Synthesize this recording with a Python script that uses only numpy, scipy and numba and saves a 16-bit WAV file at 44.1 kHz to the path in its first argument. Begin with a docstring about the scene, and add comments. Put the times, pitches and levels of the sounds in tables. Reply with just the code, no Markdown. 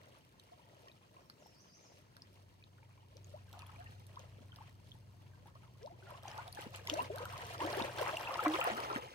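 """On a rocky lake shore, small waves run in close to two spaced microphones: trapped air pockets glug and most
rise in pitch, swarms of small bubbles gurgle and fizz as each wave breaks, and droplets tick on the stone.
Bubbles and droplets are short sines reaching the microphones a little apart in time. Behind them a small bird
calls once in whistled glides, a distant motor hums in two wavering tones over a rumble, and far water murmurs
as shaped noise."""
import sys
import numpy as np
from scipy import signal
from scipy.fft import rfft, irfft, next_fast_len
from scipy.io import wavfile
from numba import njit

SR = 44100
rng = np.random.default_rng(int(sys.argv[2]) if len(sys.argv) > 2 else 0)


def file_out(sig):
    """Save sig as 16-bit WAV at sys.argv[1]."""
    # one column per channel
    cols = np.atleast_2d(sig).T
    # limit, then scale
    lim = np.clip(cols, -1, 1)
    pcm = np.round(lim * 32767).astype(np.int16)
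    wavfile.write(sys.argv[1], SR, pcm)


N = 403074

MIC_GAP_MS = 0.47   # time sound takes from one microphone to the other


def waves():
    """Swarms follow the breaking water, single bubbles and droplets stand out; nearby stones echo it all."""
    # the clearest single bubbles: (time of peak [s], swell [ms], fade [ms], start pitch [Hz], end pitch [Hz],
    # peak level [dB], left lag [ms])
    single_bubbles = [(0.399, 1.01, 2.1, 3165, 2972, -57, -.16), (0.524, 4.9, 22, 700, 735, -49.5, 0.58),
                      (0.874, 3, 10, 1140, 1034, -53, .47), (0.885, 4, 3.4, 1880, 1850, -54, 0.33),
                      (0.9, 4.7, 2.1, 2450, 2455, -56, -.15), (0.917, 0.74, 1.2, 3780, 3900, -51, -0.21),
                      (1.169, 3.4, 8.3, 1040, 1110, -51, .47), (1.299, 0.39, 0.94, 1370, 1529, -43, .26),
                      (1.298, 1, 2, 2280, 2326, -61, .22), (1.3, 0.69, 0.96, 4760, 4070, -42.5, 0.3),
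                      (1.462, 2, 5.4, 765, 900, -49.5, -0.26), (2.168, 1.05, 1.9, 1550, 1507, -47, 0.23),
                      (2.221, 0.77, 1.2, 5060, 5060, -42, .02), (2.628, 3, 2.1, 2450, 2519, -55, -.17),
                      (2.64, .83, 0.33, 3740, 3860, -47, 0.26), (2.784, 0.9, 8.2, 1390, 1710, -58.5, .1),
                      (2.83, 4, 15, 875, 935, -59.5, -0.098), (2.831, 0.65, 2.4, 2220, 2370, -54.5, .11),
                      (3.165, 19, 14.5, 414, 760, -55.5, -0.32),
                      (3.245, 0.64, .51, 6740, 6460, -47.5, -.16), (3.345, 6.9, 19, 560, 870, -42.5, -0.42),
                      (3.485, 5, 9.5, 1590, 1610, -62, -0.16), (3.539, 2.4, 8.1, 1390, 1470, -55, -.06),
                      (3.545, 5, 12, 770, 910, -50, 0.31), (3.621, 0.61, 4.1, 2530, 2530, -46, -.23),
                      (3.633, 10.5, 8.5, 880, 1480, -51.5, .01),
                      (3.665, 1.01, 4.1, 3260, 3400, -54, 0.00081),
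                      (3.693, 0.92, 13, 1292, 1335, -49, -0.47),
                      (3.762, 2.1, 3.5, 2260, 2600, -53.5, 0.014), (3.81, 28, 23, 665, 817, -48, 0.5),
                      (3.815, 3.1, 3.8, 1500, 1740, -50, .32), (3.866, 6.5, 9.4, 1860, 1800, -49, -.27),
                      (3.872, 1.01, 3.3, 2590, 2864, -51, -0.071), (3.923, 2.04, 4, 1637, 1550, -55, 0.27),
                      (4.175, 5.9, 3.4, 930, 1390, -41, -.33), (4.195, 1.2, .51, 6440, 6130, -49.5, .42),
                      (4.388, 5.4, 10, 456, 426, -52, 0.52), (4.41, 3.8, 8.4, 204, 260, -48, .3),
                      (4.521, 1.1, 3.7, 3280, 2780, -50, 0.19), (4.53, 1.3, 8.6, 1490, 1390, -51.5, .2),
                      (4.587, 1.3, 9.1, 1160, 1055, -50, .23), (4.615, 13, 10.6, 770, 1200, -50, -.12),
                      (4.918, 1.2, 2.8, 3340, 3445, -44, -.45), (5.336, 1.3, 13, 1580, 1580, -62, .05),
                      (4.955, 4, 15, 880, 900, -60, 0.23), (5.459, 1.4, 11, 790, 940, -52, 0.021),
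                      (5.556, 1.6, 11, 1060, 1300, -51, 0.26), (5.558, 4, 11, 605, 696, -58, .28),
                      (5.68, 2.1, 12, 950, 1050, -63, 0.06), (5.862, 46, 5, 402, 723, -43.5, -.45),
                      (5.876, 5.2, 4.6, 765, 1163, -43, -0.36), (5.914, 15.5, 24, 653, 910, -50, -.4),
                      (5.93, 10.1, 47, 329, 484, -57, -.47), (6.028, 3, 8.7, 1464, 1529, -52, -0.52),
                      (6.04, 13, 34, 375, 400, -53.5, -.31), (6.07, 1.9, 23, 1420, 1380, -53.5, -.06),
                      (6.125, 7.3, 8, 600, 530, -48, -.47), (6.154, 6.9, 7.4, 1070, 1150, -47, -0.26),
                      (6.232, 1.8, 13, 636, 710, -50, 0.25), (6.256, 2.2, 8.6, 827, 780, -38.5, -0.05),
                      (6.282, .79, .51, 6339, 6130, -42, -.34), (6.315, 1.1, 6.1, 3020, 2940, -49, .01),
                      (6.386, 1.8, 24, 864, 1150, -39.5, .06), (6.39, 3.4, 22, 1410, 1530, -44, -0.14),
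                      (6.485, 5, 6.3, 710, 765, -46, 0.25), (6.529, 1, .6, 4450, 4760, -41.5, 0.28),
                      (6.586, 17, 5.6, 893, 760, -41.5, 0.4), (6.592, 2.9, 2.4, 440, 507, -38, 0.27),
                      (6.669, 4.6, 3.9, 200, 237, -38.5, 0.24), (6.669, 11.4, 2.1, 416, 473, -43.5, .31),
                      (6.82, 11, 23, 444, 483, -52, 0.4), (6.874, 1.01, .9, 3340, 3430, -38, 0.23),
                      (6.873, 1.7, 2.6, 2200, 2000, -34, .25), (6.882, 0.99, 2.2, 6615, 7028, -44, -.32),
                      (6.899, 1.01, 0.77, 3320, 3180, -23, -0.36),
                      (6.898, 0.58, 1.1, 2700, 2830, -32, -0.29), (6.897, 0.89, 5.2, 6940, 6133, -42, -.34),
                      (6.922, 7.9, 40, 290, 364, -39.5, -.34), (6.935, 4.17, 22, 614, 750, -31, -0.57),
                      (6.939, 0.69, 0.47, 6100, 5560, -33, -0.366),
                      (6.988, 1.2, 11.6, 2660, 2810, -40, -0.34), (6.99, 24, 14.9, 567, 994, -36, 0.079),
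                      (6.993, 1.7, 24, 970, 1110, -28, -0.44), (7.005, 1.82, 1.4, 2660, 2880, -38, 0.01),
                      (7.025, 15, 37, 252, 279, -50, -0.35), (7.107, 7.7, 3.3, 595, 674, -34, -0.39),
                      (7.108, 7.2, 84, 384, 943, -36.5, -0.19), (7.182, 5.4, 3, 1480, 1630, -42.5, -.04),
                      (7.207, 4.16, 31, 459, 557, -39.5, -0.11),
                      (7.258, 2.5, 4.4, 1440, 1292, -36.5, -0.13), (7.436, 6.2, 22, 497, 413, -45, -.13),
                      (7.621, 14, 8.5, 920, 1120, -33, -0.26), (7.651, 11.3, 31, 301, 412, -36, -0.2),
                      (7.763, 22, 17, 542, 694, -43, -0.17), (7.777, 8.9, 27, 368, 463, -32.5, -0.38),
                      (7.816, 4.2, 5.2, 234, 242, -31.5, .36), (7.823, 1.01, 1.9, 3620, 3810, -33, -0.27),
                      (8.016, 5.7, 3.9, 590, 510, -27.5, -0.44), (8.024, 7.5, 8.1, 436, 486, -30.5, -0.24),
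                      (8.139, 5.9, 31, 624, 736, -35.5, -0.3), (8.17, 0.81, 3.6, 2800, 2770, -29.5, -.02),
                      (8.274, 1.9, 7.9, 2550, 2900, -35.5, -0.1), (8.315, 12.3, 41, 527, 547, -41, -0.027),
                      (8.358, 1.7, 3.9, 980, 895, -28.5, -.11), (8.395, 3.6, 5.9, 1295, 1380, -25, .07),
                      (8.4595, 1.55, 11, 776, 603, -23, -0.045),
                      (8.4602, 1.2, 9.8, 1000, 1710, -21.5, 0.054),
                      (8.462, 1.1, 9.2, 2320, 2400, -34.5, -0.056),
                      (8.469, 5.6, 59, 305, 318, -26.5, 0.084), (8.54, 1.01, 1.4, 3500, 3260, -29.5, .22),
                      (8.552, 14, 23, 351, 490, -36.5, -0.0058), (8.595, 9.1, 5.4, 530, 506, -32, .2),
                      (8.614, 1.04, .96, 2730, 2550, -22.5, 0.14), (8.619, 4, 21, 1296, 1470, -33, 0.027),
                      (8.673, 5.1, 2.8, 625, 840, -36, 0.57), (8.681, 15.7, 7.9, 405, 590, -35, .36),
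                      (8.72, 6, 62, 210, 273, -42, .47), (8.911, 12, 18, 1370, 1304, -37, 0.44),
                      (8.913, 22, 86, 416, 470, -42, 0.57), (8.962, 1.56, 0.88, 1820, 2040, -25.5, -0.25),
                      (8.963, 4.5, 7.8, 244, 254, -32.5, .34)]
    # swarms of big, middle and small bubbles and spray: (lowest pitch [Hz], highest pitch [Hz], rate [1/s],
    # typical ring until 26 dB down [cycles], mean pitch rise [natural log], level spread [dB], tilt [dB/octave])
    swarm_kinds = [(324.6, 620, 280, 9.33, 0.251, 2.5, 11.5), (644, 1900, 850, 12.28, 0.2004, 3.5, -1),
                   (1896, 3225, 1400, 11.6, 0.106, 4, 2), (2970, 20100, 3200, 4.9, 0.084, 2, -3.06)]
    pan_db = np.full(len(single_bubbles), 1.5)   # a little louder on the left
    single = bubbles(np.c_[single_bubbles, pan_db])

    clumps_db = 2.28 * drift(29.0)
    gains = wash()
    spray_gain = gains[-1]
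    swarms = sum(swarm(gain, clumps_db, *kind) for gain, kind in zip(gains, swarm_kinds))
    water = single + splats(droplets(spray_gain)) + swarms

    tail_s = np.arange(SR // 8) / SR
    stones = rng.standard_normal((2, SR // 8)) * amp(-60 * tail_s / 0.092 - 33.5)   # 60 dB down in 92 ms
    return water + signal.fftconvolve(water, stones, axes=1)[:, :N]


def wash():
    """Gain of each swarm: every surge rises fast, holds and drains away over a trickle between the stones."""
    # wavelets breaking: (start of hold [s], hold [s], level of middle bubbles [dB],
    # big bubbles over middle [dB], spray over middle [dB])
    surges = [(0.0, 0.14, -71, 5, -11), (0.488, 0.14, -75, -2, -8), (0.684, 0.2, -73.5, 7.5, -3),
              (1.15, 0.055, -87, 16.5, 1.1), (1.39, 0.14, -78.5, 8.5, -0.5), (1.81, 0.18, -81.5, 12.5, 3.5),
              (2.327, 0.057, -85, 12, 6), (3.124, 0.22, -77.5, 8.5, 1.5), (3.555, 0.14, -60.5, -18, -11.5),
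              (3.746, 0.12, -63, -23, -10.5), (3.922, 0.025, -74.5, 5, 5), (4.147, 0.079, -67, 0, -9),
              (4.39, 0.025, -84, 16, 11), (4.568, 0.11, -65, -22, -9.5), (4.87, 0.055, -79, -12, 4),
              (5.37, 0.13, -71.5, -1, -25), (5.843, 0.21, -71.5, 6, -7), (6.074, 0.066, -59, -4.5, -11.5),
              (6.271, 0.057, -50.5, -11, -13.5), (6.38, 0.041, -50.5, -9.5, -16),
              (6.579, 0.048, -51, -5.5, -9.5), (6.747, 0.049, -57.5, -3, -6), (6.902, .12, -49, -1, -9.5),
              (7.163, 0.07, -49.5, -4.5, -25), (7.328, 0.11, -50, -19, -25), (7.604, 0.08, -43, 2.5, -13.5),
              (7.743, 0.095, -42, -0.5, -15), (7.993, 0.1, -40, -4.5, -14), (8.212, 0.21, -43.5, -8.5, -17),
              (8.431, 0.075, -40.5, -4, -15), (8.554, 0.11, -36.5, -19, -16.5),
              (8.67, 0.056, -43.5, -1.5, -14), (8.797, .05, -42, -4, -14.5),
              (8.898, 0.065, -43.5, -2.6, -16.5)]
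    # water trickling between the stones: (time [s], level of middle bubbles [dB])
    trickle = [(0.0, -69), (1.2, -73.5), (2.1, -72.5), (2.9, -75), (3.9, -69.5), (5.1, -74.5), (6.0, -70.5),
               (6.8, -62.5), (7.5, -52), (8.2, -53.5), (8.95, -62), (9.14, -55.5)]
    rise_db_per_s, fall_db_per_s = 279, 155
    spray_lingers = 0.75   # the spray falls at this share of the rate
    fall = fall_db_per_s * np.array([[1], [1], [1], [spray_lingers]])

    t = np.arange(0, N + 64, 64) / SR   # a coarse grid is enough for the gains
    trickle_db = np.interp(t, *np.transpose(trickle))
    power = amp(mix_db(trickle_db, big_db=-4, spray_db=-5.9)) ** 2
    for start, hold, level_db, big_db, spray_db in surges:
        before, after = np.maximum(start - t, 0), np.maximum(t - start - hold, 0)
        loss_db = rise_db_per_s * before + fall * after
        surge_db = mix_db(level_db, big_db, spray_db)[:, None] - loss_db
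        power += amp(np.maximum(surge_db, -200)) ** 2
    return [np.interp(np.arange(N) / SR, t, np.sqrt(p)) for p in power]


def mix_db(level_db, big_db, spray_db):
    """Levels of big, middle and small bubbles and spray; the small ones lean toward the spray."""
    small_db = 0.59 * spray_db - 1
    return np.array([level_db + big_db, level_db, level_db + small_db, level_db + spray_db])


def swarm(gain, clumps_db, low_hz, high_hz, per_s, cycles, rise, spread_db, tilt_db):
    """Random bubbles, louder in clumps; each rings some cycles and rises; the whole follows the gain."""
    draw = rng.random((40000, 7))[:int(per_s * N / SR)]
    s = draw[:, 0] * (N - 1) / SR
    hz = low_hz * (high_hz / low_hz) ** draw[:, 1]
    end_hz = hz * np.exp(2 * rise * draw[:, 5])
    # one fade is 13 dB, half of the ring
    fade_ms = 1000 * cycles / hz * .5 * amp(13.35 * (draw[:, 2] - .5))
    level_db = clumps_db[(s * SR).astype(int)]
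    level_db = level_db - spread_db * np.log(draw[:, 3] + 0.0088)   # a few stand far out
    level_db += tilt_db * np.log2(hz / low_hz)
    pan_db = 8 * (draw[:, 6] - .5) + 1
    rows = np.c_[s, .15 * fade_ms, fade_ms, hz, end_hz, level_db, lag_ms(s, draw[:, 4]), pan_db]
    return gain * rms_one(bubbles(rows))


def droplets(spray_gain):
    """Listed droplets smack on stone, then random lesser ones follow the strength of the spray."""
    # (time [s], level [dB], treble share [dB])
    listed_drops = [(0.396, -49, -21), (0.8828, -48.5, -32), (1.2979, -51, -15), (2.166, -48.5, -20),
                    (2.2208, -54, -20), (2.6384, -62, -32), (3.1677, -49, -26), (3.2445, -59, -27),
                    (3.2685, -62, -8), (3.5124, -65, -7), (3.528, -46.5, -14), (3.5906, -47, -17),
                    (3.6193, -53, -22), (3.6655, -66, 1), (4.066, -57, -2), (4.1572, -49, -28),
                    (4.1923, -53, -15), (4.5592, -48.5, -17), (4.91, -59, -28), (5.8292, -49, -26),
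                    (5.8601, -51, -29), (6.232, -47, -18), (6.2806, -46, -33), (6.314, -44, -30),
                    (6.3774, -44, -21), (6.4777, -43, -19), (6.5247, -50, -4), (6.548, -46, -13),
                    (6.7306, -55, -22), (6.759, -43.5, -8.5), (6.8718, -33, -22), (6.8974, -29, -28),
                    (6.94, -39, -14), (7.1588, -44, -12), (7.183, -41, -18), (7.2529, -40, -15),
                    (7.3033, -54, -16), (7.3347, -63, -3), (7.377, -40, -24), (7.4512, -41, -30),
                    (7.5786, -41, -31), (7.701, -38, -28), (7.728, -37, -32), (7.7707, -43, -12),
                    (7.8216, -35, -36), (7.8835, -55, -25), (7.9284, -54, -16), (7.9598, -54, -4),
                    (7.9838, -34.5, -27), (8.014, -41, -9), (8.0785, -44, -17), (8.1244, -58, -18),
                    (8.1554, -38.5, -38), (8.1695, -68, -31), (8.2104, -40, -24), (8.3406, -35.5, -29),
                    (8.4337, -53, -5), (8.48, -37, -15.5), (8.5385, -39, -25), (8.6043, -51, 1.5),
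                    (8.6409, -43, -1.5), (8.734, -44.5, -33), (8.8896, -60, -24), (8.927, -40.5, -35)]
    per_s = 30
    draw = rng.random((1000, 3))[:int(per_s * N / SR)]
    s = draw[:, 0] * (N - 1) / SR
    spray_db = 20 * np.log10(spray_gain[(s * SR).astype(int)])
    level_db = spray_db + 7.5 - 2.5 * np.log(draw[:, 1] + 0.064)
    treble_db = -13.0 + 8 * (draw[:, 2] - .5)
    return np.r_[listed_drops, np.c_[s, level_db, treble_db]]


def splats(rows):
    """Each droplet is a tick of six very short rings, three dull and three bright."""
    rings = 6
    s, drop_db, treble_db = np.repeat(rows, rings, axis=0).T
    draw = rng.random((len(s), 3))
    place = np.repeat(rng.random((len(rows), 2)), rings, axis=0)   # the rings of a droplet share one place
    index = np.arange(len(s))
    bright = index % 2
    octaves = 1.07 * (index // 2 % 3 + draw[:, 0]) / 3
    hz = np.where(bright, 7500, 3000) * 2 ** octaves
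    level_db = drop_db + np.where(bright, treble_db + 8.5, -3)
    level_db += 8 * (draw[:, 1] - .5)
    fade_ms = np.full(len(s), .7)
    peak_s = s + .0015 * draw[:, 2] + .001
    pan_db = 8.0 * (place[:, 1] - .5)
    return bubbles(np.c_[peak_s, .7 * fade_ms, fade_ms, hz, hz, level_db, lag_ms(s, place[:, 0]), pan_db])


def lag_ms(s, chance):
    """Left lag of a sound born near the breaking place, no longer than the microphone gap."""
    # where along the shore the water breaks: (time [s], left lag [ms])
    breaking_place = [(0, -0.36), (3.4, -0.3), (3.6, 0.058), (4.0, 0.45), (4.2, -0.17), (5.7, -0.23),
                      (6.2, -0.22), (6.35, 0.26), (6.85, 0.248), (6.92, -0.35), (8.3, -0.126), (8.4, 0.13),
                      (9.14, 0.58)]
    lag = np.interp(s, *np.transpose(breaking_place)) + 0.47 * (chance - .5)
    return np.clip(lag, -MIC_GAP_MS, MIC_GAP_MS)


def bubbles(rows):
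    """Stereo bubbles from rows of peak [s], swell, fade [ms], two pitches [Hz], level [dB], lag [ms], pan [dB]."""
    out, rows = np.zeros((2, N)), np.array(rows, float)
    rows[:, [1, 2, 6]] = rows[:, [1, 2, 6]] / 1000   # ms to s
    rows[:, 1:3] = np.maximum(rows[:, 1:3], 5e-5)
    rows[:, [5, 7]] = amp(rows[:, [5, 7]])
    add(out, rows, SR, 1.5)
    return out


@njit
def add(out, rows, sr, bend):
    """Each bubble is a sine 13 dB down one swell before and one fade after its peak; its pitch moves late."""
    for peak, swell, fade, hz0, hz1, gain, lag, pan in rows:
        for side in range(2):   # left, right
            at = peak + lag * (.5 - side)
            g = gain * pan ** (.5 - side)
            first = int((at - 1.13 * swell) * sr)
            turns = hz0 * (first / sr - at + swell)
            for i in range(first, min(int((at + 3 * fade) * sr), out.shape[1])):
                t = i / sr - at
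                size = np.exp(-1.5 * t / fade) if t > 0 else max(1 - .78 * (t / swell) ** 2, 0.)
                # the end pitch falls at age 1; the glide stops a little later, as the bubble opens
                age = min(max((t + swell) / (swell + fade), 0.), 1.2)
                turns += hz0 * (hz1 / hz0) ** (age ** bend) / sr
                if i >= 0:
                    out[side, i] += g * size * np.sin(2 * np.pi * turns)


def bird():
    """Whistled strokes, each a glide and a softer held end, with a smear of echoes from the trees."""
    # (start [s], glide [s], hold [s], start pitch [Hz], end pitch [Hz], rms level before shaping and pan [dB])
    strokes = [(1.19, 0.025, .002, 6450, 5400, -83), (1.245, 0.016, .012, 5000, 5500, -81),
               (1.387, 0.045, .002, 7540, 5100, -76), (1.442, 0.023, 0.06, 4780, 5620, -70),
               (1.533, 0.036, .004, 5200, 4530, -75), (1.573, 0.038, 0.016, 4800, 6370, -69.5),
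               (1.673, 0.034, .004, 5100, 4700, -72), (1.715, 0.042, 0.018, 4860, 6400, -68),
               (1.822, 0.047, 0.0035, 7430, 4820, -70.5)]
    out, t = np.zeros(N), np.arange(N) / SR
    for start, glide, hold, start_hz, end_hz, level_db in strokes:
        edge = np.clip(np.minimum(t - start, start + glide + hold - t) / 0.0043, 0, 1)
        hz = np.interp(t, [start, start + glide], [start_hz, end_hz])
        swell_in_db = -9 * np.clip(1 - (t - start) / (0.87 * glide), 0, 1) ** 2
        hold_drop_db = -20 * np.clip((t - start - glide) / 0.015, 0, 1)
        gain = np.sqrt(2) * edge * amp(level_db + swell_in_db + hold_drop_db)
        out += gain * np.sin(2 * np.pi * np.cumsum(hz) / SR)
    tail_s = np.arange(SR // 2) / SR
    trees = rng.standard_normal((2, SR // 2)) * amp(-60 * tail_s / 0.71 - 28)   # 60 dB down in 0.71 s
    return out * amp([[2.5], [-1.5]]) + signal.fftconvolve(out[None], trees, axes=1)[:, :N]


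def motor():
    """A distant motor: two wavering tones over a low band of rumble noise, each with its own level curve."""
    # levels before pan: (time [s], lower tone [dB], upper tone [dB], rumble [dB])
    motor_levels = [(0.0, -72, -81, -71), (0.61, -77, -80, -75), (0.71, -70, -72, -72.5),
                    (1.65, -88, -81, -74.5), (2.31, -64, -73, -69), (2.7, -65, -83, -68),
                    (2.75, -64, -69, -70.5), (3.54, -57, -66, -63), (6.01, -63.5, -64, -64.5),
                    (7.3, -55, -63, -58), (7.97, -57, -57, -60), (8.38, -68, -68, -61),
                    (9.06, -71, -62.5, -61.5), (9.14, -78, -81, -66)]
    low_db, high_db, rumble_db = in_time(motor_levels)
    # (frequency [Hz], relative level [dB])
    rumble_spectrum = [(30, -35), (52, -1.5), (110, 0), (170, -4.0), (260, -25.0), (600, -94)]
    noise = along_shore(rumble_spectrum, left_db=-0.5, right_db=5.0, scatter_db=15.5)
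    rumble = amp(rumble_db) * noise * amp([[.45], [-.45]])
    tones = hum(97, low_db) + hum(122.6, high_db)
    return rumble + tones * amp([[.5], [-.5]])


def hum(hz, level_db):
    """A motor tone that wavers in level and pitch over the long way across the lake."""
    waver_db = 1.5 * drift(8)
    waver_hz = 1.58 * drift(5.65)
    turns = np.cumsum(hz + waver_hz) / SR
    return np.sqrt(2) * amp(level_db + waver_db) * np.sin(2 * np.pi * turns)


def far_water():
    """Murmur of far water and air: shaped noise along the shore, slowly swelling."""
    # (frequency [Hz], relative level per Hz [dB])
    far_spectrum = [(15, -42), (25, -20), (127, 2.5), (270, -2), (451, -5.5), (516, -7), (677, -13),
                    (988, -21), (1370, -20.5), (1890, -22), (2990, -29), (4370, -22), (9840, -32),
                    (14800, -32), (16000, -30.5)]
    swell_db = .8 * drift(2)
    noise = along_shore(far_spectrum, left_db=2.5, right_db=-5.0, scatter_db=0.5)
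    return amp(-68.5 + swell_db) * noise * amp([[.45], [-.45]])


def along_shore(spectrum, left_db, right_db, scatter_db):
    """Noise arriving end-on from both shores, plus scatter that differs at each microphone; rms 1."""
    size = next_fast_len(N)
    hz = np.arange(size // 2 + 1) * SR / size + 1e-3
    left, right, *own = rfft(rng.standard_normal((4, size)))
    left, right = amp(left_db) * left, amp(right_db) * right
    late = np.exp(-2j * np.pi * hz * MIC_GAP_MS / 1000)   # delay to the farther microphone
    both = np.array([left + right * late, left * late + right])
    scatter = amp(scatter_db) * hz / (hz + 400) * np.array(own)   # long waves reach both alike
    spectrum_hz, spectrum_db = np.array(spectrum).T
    colour = amp(np.interp(np.log(hz), np.log(spectrum_hz), spectrum_db))
    return rms_one(irfft(colour * (both + scatter), size)[:, :N])


def drift(rate):
    """Slow chance of spread about 1 from smoothed random knots; a higher rate wanders faster."""
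    knots_per_s = 40
    knots = rng.standard_normal(int(N / SR * knots_per_s) + 3)
    r = np.exp(-2 * np.pi * rate / knots_per_s)
    slow = signal.filtfilt([1], [1, -r], knots)
    return np.interp(np.arange(N) / SR * knots_per_s, np.arange(len(slow)), rms_one(slow - slow.mean()))


def in_time(rows):
    """Columns of a curve table at every sample."""
    s, *columns = np.transpose(rows)
    return [np.interp(np.arange(N) / SR, s, c) for c in columns]


def rms_one(x):
    """Scale to rms 1."""
    return x / np.sqrt(np.mean(x ** 2) + 1e-20)


def amp(db):
    """dB to gain."""
    return 10 ** (np.asarray(db) / 20)


def scene():
    """Waves close by, then bird, motor and the far murmur."""
    return waves() + bird() + motor() + far_water()


def record(dry):
    """The microphones lose the deepest bass below 42 Hz; the top is cut steeply above 15.9 kHz."""
    dry = signal.sosfilt(signal.butter(3, 42, "high", fs=SR, output="sos"), dry)
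    return signal.sosfilt(signal.ellip(12, .3, 60, 15900, fs=SR, output="sos"), dry)


dry = scene()
out = record(dry)
file_out(out)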